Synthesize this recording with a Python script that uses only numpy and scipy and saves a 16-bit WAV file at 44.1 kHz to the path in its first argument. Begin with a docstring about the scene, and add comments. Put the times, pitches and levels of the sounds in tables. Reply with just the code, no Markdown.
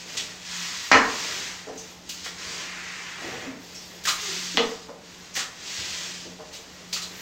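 """In a small tiled bathroom, a wooden push broom is drawn over a damp, gritty floor.
Bristles slap down in bursts of tiny clicks, then hiss, rasp and shudder as they slip over the grit.
The wooden head knocks hard twice; dull thumps, bristle squeaks and a short sinking groan join in.
Each pass swells and fades with the speed of the broom, and the walls ring after every broom sound.
A soft rush of ventilation air and a wavering hum lie underneath; both channels are the same."""
import sys
import numpy as np
from scipy import signal
from scipy.fft import rfft, irfft
from scipy.io import wavfile
from scipy.ndimage import uniform_filter1d

SR = 44100
rng = np.random.default_rng(int(sys.argv[2]) if len(sys.argv) > 2 else 0)


def wrap_up_sound(samples):
    """Save the sound to the file named by the first command line argument, as 16-bit audio."""
    columns = np.atleast_2d(samples).T
    # keep every value between -1 and 1, then stretch to whole-number steps
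    tamed = np.clip(columns, -1, 1)
    steps = np.round(tamed * 32767).astype(np.int16)
    wavfile.write(sys.argv[1], SR, steps)


N = 317961  # length in samples
HZ = np.fft.rfftfreq(4096, 1 / SR)  # frequencies at which every colour is worked out


def amp(db):
    """Turns decibels into a plain multiplier."""
    return 10 ** (np.asarray(db) / 20)


def evened(x):
    """Scales a sound to an rms of 1."""
    return x / np.sqrt(np.mean(x ** 2) + 1e-20)


def read(points, hz):
    """Reads a curve joined by straight lines on a log-frequency axis."""
    point_hz, value = np.transpose(points)
    return np.interp(np.log(hz + 1), np.log(point_hz), value)


def add(mix, start_s, sound):
    """Adds a sound to the mix at its start time, cut off at the end of the mix."""
    part = mix[round(start_s * SR):][:len(sound)]
    part += sound[:len(part)]


def causal_response(log_gain):
    """Finds the response with this gain that never sounds before its cause."""
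    mirrored = np.r_[log_gain, log_gain[-2:0:-1]]
    return np.exp(np.conj(signal.hilbert(mirrored)))[:len(log_gain)]


def colour(x, gain):
    """Filters a sound with the given gain at the frequencies HZ."""
    ring = irfft(causal_response(np.log(np.maximum(gain, 1e-5))))
    return signal.oaconvolve(x, ring)[:len(x)]


def balanced(x, span_hz):
    """Gives a random burst equal energy in every band of this width, keeping its finer ripple."""
    spectrum = rfft(x, 2 * len(x))
    bins = max(3, int(span_hz * 2 * len(x) / SR))
    power = uniform_filter1d(abs(spectrum) ** 2, bins)
    log_gain = -0.5 * np.log(np.maximum(power, 0) + 1e-12)
    return irfft(spectrum * causal_response(log_gain))[:len(x)]


def drift(rate_hz):
    """Makes a random wandering of rms 1, with no changes faster than the given rate."""
    slow = np.fft.rfftfreq(N, 1 / SR) < rate_hz
    return evened(irfft(rfft(rng.standard_normal(N)) * slow, N))


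def slips(per_s, spread_db):
    """Makes a random train of tiny clicks, a few far larger than the rest."""
    size = amp(spread_db * np.minimum(rng.exponential(1, N), 4))
    happens = rng.random(N) < per_s / SR
    return evened(size * rng.choice([-1, 1], N) * happens)


def resonance(ring_hz, boost_db, q):
    """Gives the gain of one peak (or dip, if negative) in a flat spectrum; higher q is narrower."""
    offset = 2 * q * (HZ - ring_hz) / ring_hz
    return np.sqrt(1 + (amp(boost_db) ** 2 - 1) / (1 + offset ** 2))


def contact(spread_s, gain, level_db, rise):
    """Two surfaces meet: a coloured cluster of small clicks builds up and dies away."""
    t = np.arange(8192) / SR
    shape = np.exp(-t / spread_s) * (1 - np.exp(-t / (rise * spread_s)))
    clicks = rng.uniform(-1.06, 1, len(t)) * (rng.random(len(t)) < 0.4)
    sound = colour(balanced(clicks * shape, span_hz=300), gain)
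    # The level is the rms when all the energy is spread over a tenth of a second.
    return amp(level_db) * sound / (np.linalg.norm(sound) + 1e-12) * np.sqrt(SR / 10)


# Colour of the air noise: pitch_hz [Hz], relative_level_db [dB]
AIR_COLOUR = [(20, -13), (45, -8), (72, 3.5), (115, -2.5), (180, -0.5), (300, 0), (550, -5), (900, -5),
              (3000, -16.5), (6500, -19.5), (9500, -31), (15000, -32)]
# Hum level before its waver: time_s [s], level_db [dB]
HUM_LEVELS = [(0, -55), (.35, -56), (.68, -46.5), (.83, -66), (1.3, -54.5), (4.1, -54.5), (4.42, -44),
              (4.801, -56.5), (5.65, -60), (6.33, -49.5), (6.55, -62.5), (6.9, -51.5)]


def ventilation(air_db=-51.5, hum_hz=180, hum_waver_db=2):
    """Air rushes as soft coloured noise; the hum is one tone that wavers in pitch and level."""
    air = evened(colour(rng.standard_normal(N), amp(read(AIR_COLOUR, HZ))))
    turns = np.cumsum(hum_hz + 2.9 * drift(11.1)) / SR
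    hum = evened(np.sin(2 * np.pi * turns))
    hum_db = np.interp(np.arange(N) / SR, *np.transpose(HUM_LEVELS)) + hum_waver_db * drift(10)
    return amp(air_db) * air + amp(hum_db) * hum


def swing(full_s, rise_s, hold_s, fall_s, fade_db=-9.5, arch=2.08):
    """The broom gathers speed, keeps it and slows; fade_db is reached after one rise or fall time."""
    t = np.arange(N) / SR - full_s
    away = np.maximum(-t / rise_s, 0) + np.maximum((t - hold_s) / fall_s, 0)
    return amp(fade_db * np.minimum(away, 10) ** arch)  # arch sets how rounded the swing is


# Colours of the hiss of bristle tips, the rasp of bent bristles, the shudder of the head, and
# the fizz of tiny bubbles bursting on damp tile: pitch_hz [Hz], relative_level_db [dB per Hz]
HISS_COLOUR = [(300, -26), (700, -20), (1300, -17), (2200, -5), (3100, 0.5), (5000, 1.5), (6600, 1),
               (7700, -5.5), (9200, -20), (10500, -28), (15000, -23.5)]
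RASP_COLOUR = [(300, -26), (650, -17.5), (1000, -5.5), (1400, -4), (1900, 1), (2400, -2), (3200, -8.5),
               (6000, -44.5)]
SHUDDER_COLOUR = [(40, -35), (80, -13.5), (125, -4), (240, -7.5), (430, -1), (750, -5.5), (1100, -20),
                  (2500, -41)]
FIZZ_COLOUR = [(6000, -28), (9500, -11), (12000, 0), (15000, 0)]
# Passes of the broom, firm strokes and light returns; levels before uneven floor and room:
# full_speed_s [s], rise_s [s], hold_s [s], fall_s [s],
# hiss_db [dB], rasp_db [dB], shudder_db [dB], fizz_db [dB]
STROKES = [(0.0, .05, 0, 0.033, -38, -47.5, -54, -66), (0.133, .1, 0.025, 0.23, -39, -44, -52, -62),
           (0.566, 0.14, 0, 0.52, -34, -39.5, -74, -55), (1.244, 0.27, 0, 0.33, -33, -36.5, -47, -55.5),
           (1.84, 0.14, 0, 0.16, -46.5, -52, -59, -61), (2.19, 0.15, 0.066, 0.11, -41.5, -51.5, -73, -67),
           (2.442, 0.086, 0.13, 0.1, -36.5, -41, -49, -69),
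           (2.697, 0.17, 0.48, 0.17, -42.5, -39.5, -65, -74),
           (3.253, .06, 0.12, 0.16, -44, -40.5, -43, -64), (3.702, 0.15, 0, 0.67, -46.5, -52, -58, -62),
           (4.24, 0.087, 0, 0.44, -32, -40.5, -56, -54), (5.116, 0.13, 0.45, .2, -48.5, -53, -79, -69),
           (5.785, .17, 0.085, 0.36, -33.5, -42, -52.5, -64), (6.526, 0.17, 1, 0.17, -49, -54, -57, -67),
           (7.19, 0.11, 0, .2, -45, -48, -52.5, -49.5)]


def sweeping(handling_db=-62.5):
    """Tips slip over grit and fizz on the damp; dragged bristles rasp and their stick-slip shakes the head."""
    swings = np.array([swing(*row[:4]) for row in STROKES])
    levels = amp(np.array(STROKES)[:, 4:].T)
    sliding, dragging, binding, wetness = np.sqrt(levels ** 2 @ swings ** 2)
    grip = amp(0.47 * drift(34))  # the tiles are unevenly rough
    puddles = amp(3.2 * drift(11))  # and unevenly damp
    hiss = evened(colour(slips(7000, spread_db=2.5), amp(read(HISS_COLOUR, HZ)))) * sliding
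    rasp = evened(colour(slips(2500, spread_db=2.0), amp(read(RASP_COLOUR, HZ)))) * dragging
    fizz = evened(colour(slips(900, spread_db=3.5), amp(read(FIZZ_COLOUR, HZ)))) * wetness
    shaking = np.hypot(binding, amp(handling_db))  # a little remains while the broom is merely carried
    shudder = evened(colour(slips(500, spread_db=4.0), amp(read(SHUDDER_COLOUR, HZ)))) * shaking
    return grip * (hiss + rasp) + puddles * fizz + shudder


# Colour of a bristle slap, used for squeaks too: pitch_hz [Hz], relative_level_db [dB]
SLAP_COLOUR = [(200, -1.5), (1200, -1), (3000, 0.5), (6600, 1), (7800, -4.5), (9800, -22), (12000, -27),
               (15000, -23)]
# Bristles landing, levels before the room: start_s [s], level_db [dB], spread_s [s],
# lower_edge_hz [Hz], ring_hz [Hz], ring_boost_db [dB], top_fizz_db [dB]
SLAPS = [(0.1686, -31.5, 0.01, 2030, 3350, 7, 0), (2.09, -38.5, 0.0084, 2700, 2800, 8.5, 11),
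         (2.241, -40.5, 0.015, 1400, 3100, 4, 7), (4.036, -43, 0.0094, 2500, 4500, 0, 11),
         (4.052, -33, 0.0059, 1300, 1700, 13, 10), (4.069, -26.5, 0.014, 845, 1220, 14.5, 7),
         (4.085, -28.5, 0.0053, 1200, 4100, 7.5, 8), (5.338, -41.5, .014, 3500, 6000, 12, 4),
         (5.352, -39.5, .004, 1400, 1740, 9, 11), (5.36, -31.5, .01, 1400, 1870, 9.5, 6),
         (5.388, -33.5, 0.011, 950, 1300, 10, -8), (6.525, -43.5, 0.022, 1800, 3940, 4, 7),
         (6.926, -31, 0.011, 2200, 4580, 7.5, 7), (6.958, -39, 0.014, 1000, 1270, 12.5, -3),
         (7.015, -38, .016, 2800, 4060, 9, 5)]


def slaps(body_db=-13, ring_q=13):
    """Many bristles land almost together; flat, wet landings reach lower, ring and fizz."""
    out = np.zeros(N)
    for start_s, level_db, spread_s, low_hz, ring_hz, boost_db, fizz_db in SLAPS:
        edge = 1 - (1 - amp(body_db)) / (1 + (HZ / low_hz) ** 6)  # body_db is what stays below the edge
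        fizz = amp(fizz_db * np.clip((HZ - 8200) / 4000, 0, 1))
        gain = amp(read(SLAP_COLOUR, HZ)) * edge * fizz * resonance(ring_hz, boost_db, ring_q)
        add(out, start_s, contact(spread_s, gain, level_db, rise=0.92))
    return out


# Broad colour of the wooden head: pitch_hz [Hz], relative_level_db [dB]
WOOD_COLOUR = [(40, -13), (78, -18), (120, -17.5), (230, -2), (400, -6.5), (600, 0), (800, -1.5), (2000, 5),
               (3600, -1.5), (6000, 7), (7500, -2.5), (9500, -24), (15000, -37)]
# Ringing modes of head and handle: pitch_hz [Hz], width_hz [Hz], boost_db over the broad colour [dB]
WOOD_MODES = [(272, 11, 8.5), (460.4, 19, 11), (764, 22, 7.5), (1050, 67, 0), (1310, 400, 1.5),
              (1590, 70, 0), (1870, 38, 5), (2160, 24, -9), (2925, 86, 7.5), (4160, 76, 9.5)]
# Blows on the head, levels before the room: start_s [s], level_db [dB],
# hardness as upper_edge_hz [Hz], rattle_s [s], ring_hz [Hz], ring_boost_db [dB]
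KNOCKS = [(0.9146, -19.5, 1950, 0.0022, 905, 10), (0.918, -24.5, 5030, 0.0018, 1600, 8.5),
          (0.926, -21, 2700, 0.0057, 2300, 7), (0.937, -17.5, 1960, 0.017, 1050, 7.5),
          (0.966, -26, 2000, 0.0082, 1710, 8), (0.982, -30.5, 900, 0.0066, 264, 15.5),
          (1.668, -38.5, 746, 0.028, 420, 7.5), (2.259, -41.5, 3000, .007, 600, 1),
          (3.215, -46.5, 686, 0.018, 332, 12), (3.31, -43, 694, 0.031, 270, 3),
          (3.466, -39.5, 650, 0.0077, 264, 15), (4.541, -41.5, 420, .011, 300, 9),
          (4.5725, -25, 4400, 0.00019, 3300, 16), (4.573, -28, 1230, 0.0093, 240, 10.5),
          (4.5813, -31.5, 3200, 0.0014, 2000, 9), (4.592, -30.5, 755, 0.011, 443, 15),
          (4.883, -43.5, 1090, .015, 540, 12), (5.372, -40.5, 1800, 0.0047, 500, 5),
          (6.246, -47.5, 647, .02, 390, 11), (6.388, -46, 1000, 0.018, 623, 4.5)]


def knocks(soft_db=-20):
    """The head strikes and rattles on its handle; harder contact reaches higher."""
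    out = np.zeros(N)
    modes = [resonance(pitch_hz, db, pitch_hz / width_hz) for pitch_hz, width_hz, db in WOOD_MODES]
    body = amp(read(WOOD_COLOUR, HZ)) * np.prod(modes, axis=0)
    for start_s, level_db, hard_hz, rattle_s, ring_hz, boost_db in KNOCKS:
        edge = 1 / np.sqrt(1 + (HZ / hard_hz) ** 8)
        edge += amp(soft_db) * hard_hz / 2200  # grit adds a faint click
        gain = body * edge * resonance(ring_hz, boost_db, q=8.1)
        add(out, start_s, contact(rattle_s, gain, level_db, rise=0.65))
    return out


# Dull thumps through the floor, levels before the room: start_s [s], level_db [dB]
THUMPS = [(0.94, -45.5), (2.44, -56), (5.779, -51.5)]


def thumps(boom_hz=78.6, spread_s=0.004, q=2.5):
    """Weight comes down on the floor with a short, low boom."""
    out = np.zeros(N)
    ratio = HZ / boom_hz
    gain = ratio ** 2 / (1 + (2 * q * (ratio - 1)) ** 2) / (1 + (HZ / 160) ** 4)
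    for start_s, level_db in THUMPS:
        add(out, start_s, contact(spread_s, gain, level_db, rise=0.29))
    return out


# Damp bristles flicking free, levels before the room: start_s [s], level_db [dB], pitch_hz [Hz]
SQUEAKS = [(1.773, -44, 6230), (3.745, -44.5, 5470), (3.815, -50, 4800), (4.813, -55, 4970)]


def squeaks(spread_s=0.017, ring_db=13, lower_edge_hz=4700):
    """A few bristles chatter around one high pitch as they leave the tile."""
    out = np.zeros(N)
    thin = amp(read(SLAP_COLOUR, HZ)) * (1 - 1 / (1 + (HZ / lower_edge_hz) ** 2))
    for start_s, level_db, pitch_hz in SQUEAKS:
        gain = thin * resonance(pitch_hz, ring_db, q=13)
        add(out, start_s, contact(spread_s, gain, level_db, rise=0.84))
    return out


# One stick-slip groan; pitch before its waver, level before the room:
# time_s [s], pitch_hz [Hz], level_db [dB]
GROAN_PATH = [(4.21, 425.4, -57), (4.25, 420.5, -43), (4.297, 379.5, -40), (4.35, 360, -59),
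              (4.42, 340, -68)]


def groan(overtone_db=-15):
    """Slips fall briefly into step and give a rough, sinking tone."""
    time_s, pitch_hz, level_db = np.transpose(GROAN_PATH)
    t = np.arange(N) / SR
    wavering_hz = np.interp(t, time_s, pitch_hz) * (1 + 0.034 * drift(91.4))
    phase = 2 * np.pi * np.cumsum(wavering_hz) / SR
    tone = np.sin(phase) + amp(overtone_db) * (np.sin(2 * phase) + np.sin(3 * phase))
    return evened(tone) * np.interp(t, time_s, amp(level_db), left=0, right=0)


# Time for the echoes to fall by 60 dB: pitch_hz [Hz], fall_s [s]
ECHO_FALL = [(80, 0.67), (300, 0.39), (1000, 0.57), (2500, 0.31), (6000, 0.29), (15000, 0.37)]


def tail(level_db):
    """Echoes of random sign crowd together over time; each pitch dies at its own rate."""
    t = np.arange(SR) / SR
    density = np.clip(t / 0.05, 0, 1) * 0.3 * (t > 0.002)
    taps = rng.choice([-1, 1], SR) * (rng.random(SR) < density) / np.sqrt(density + 0.0068)
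    band_hz, frame_s, bands = signal.stft(taps, SR, nperseg=256)
    fading = amp(-60 * frame_s / read(ECHO_FALL, band_hz)[:, None])
    echoes = signal.istft(bands * fading, SR, nperseg=256)[1][:SR]
    echoes = balanced(echoes, span_hz=245)
    return amp(level_db) * echoes / np.linalg.norm(echoes)


# Standing waves between the walls: pitch_hz [Hz], level_db [dB], time to fall by 60 dB fall_s [s]
STANDING_WAVES = [(76, -38, 0.84), (282, -46, 1), (445.8, -31, 0.76), (758, -35.5, 1)]


def bathroom(x, direct_db=-3.0, tail_db=-2.0):
    """Walls add standing waves, and reflections that change as the contact shifts along the broom."""
    t = np.arange(SR) / SR
    steady = amp(direct_db) * (t == 0)
    for pitch_hz, level_db, fall_s in STANDING_WAVES:
        wave = np.cos(2 * np.pi * pitch_hz * t) * amp(-60 * t / fall_s)
        steady += amp(level_db) * wave / np.linalg.norm(wave)
    out = signal.oaconvolve(x, steady)[:N]
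    place = 2 * np.pi * 11 * np.arange(N) / SR  # cycles 11 times a second
    for k in range(3):
        share = np.sqrt(2 / 3) * np.cos(place + k * np.pi / 3)  # the squared shares always add to 1
        out += signal.oaconvolve(x * share, tail(tail_db))[:N]
    return out


def scene():
    """Broom sounds ring in the room, ventilation joins, and both channels get the same sound."""
    broom = sweeping() + slaps() + knocks() + thumps() + squeaks() + groan()
    mono = bathroom(broom) + ventilation()
    return np.array([mono, mono])


def record(dry, edge_hz=15850):
    """Peaks round off at full scale; then the highest treble is cut."""
    held = dry / (1 + dry ** 6) ** (1 / 6)
    low_pass = signal.firwin(511, edge_hz, window=("kaiser", 9), fs=SR)
    return signal.oaconvolve(held, low_pass[None], "same")


dry = scene()
out = record(dry)
wrap_up_sound(out)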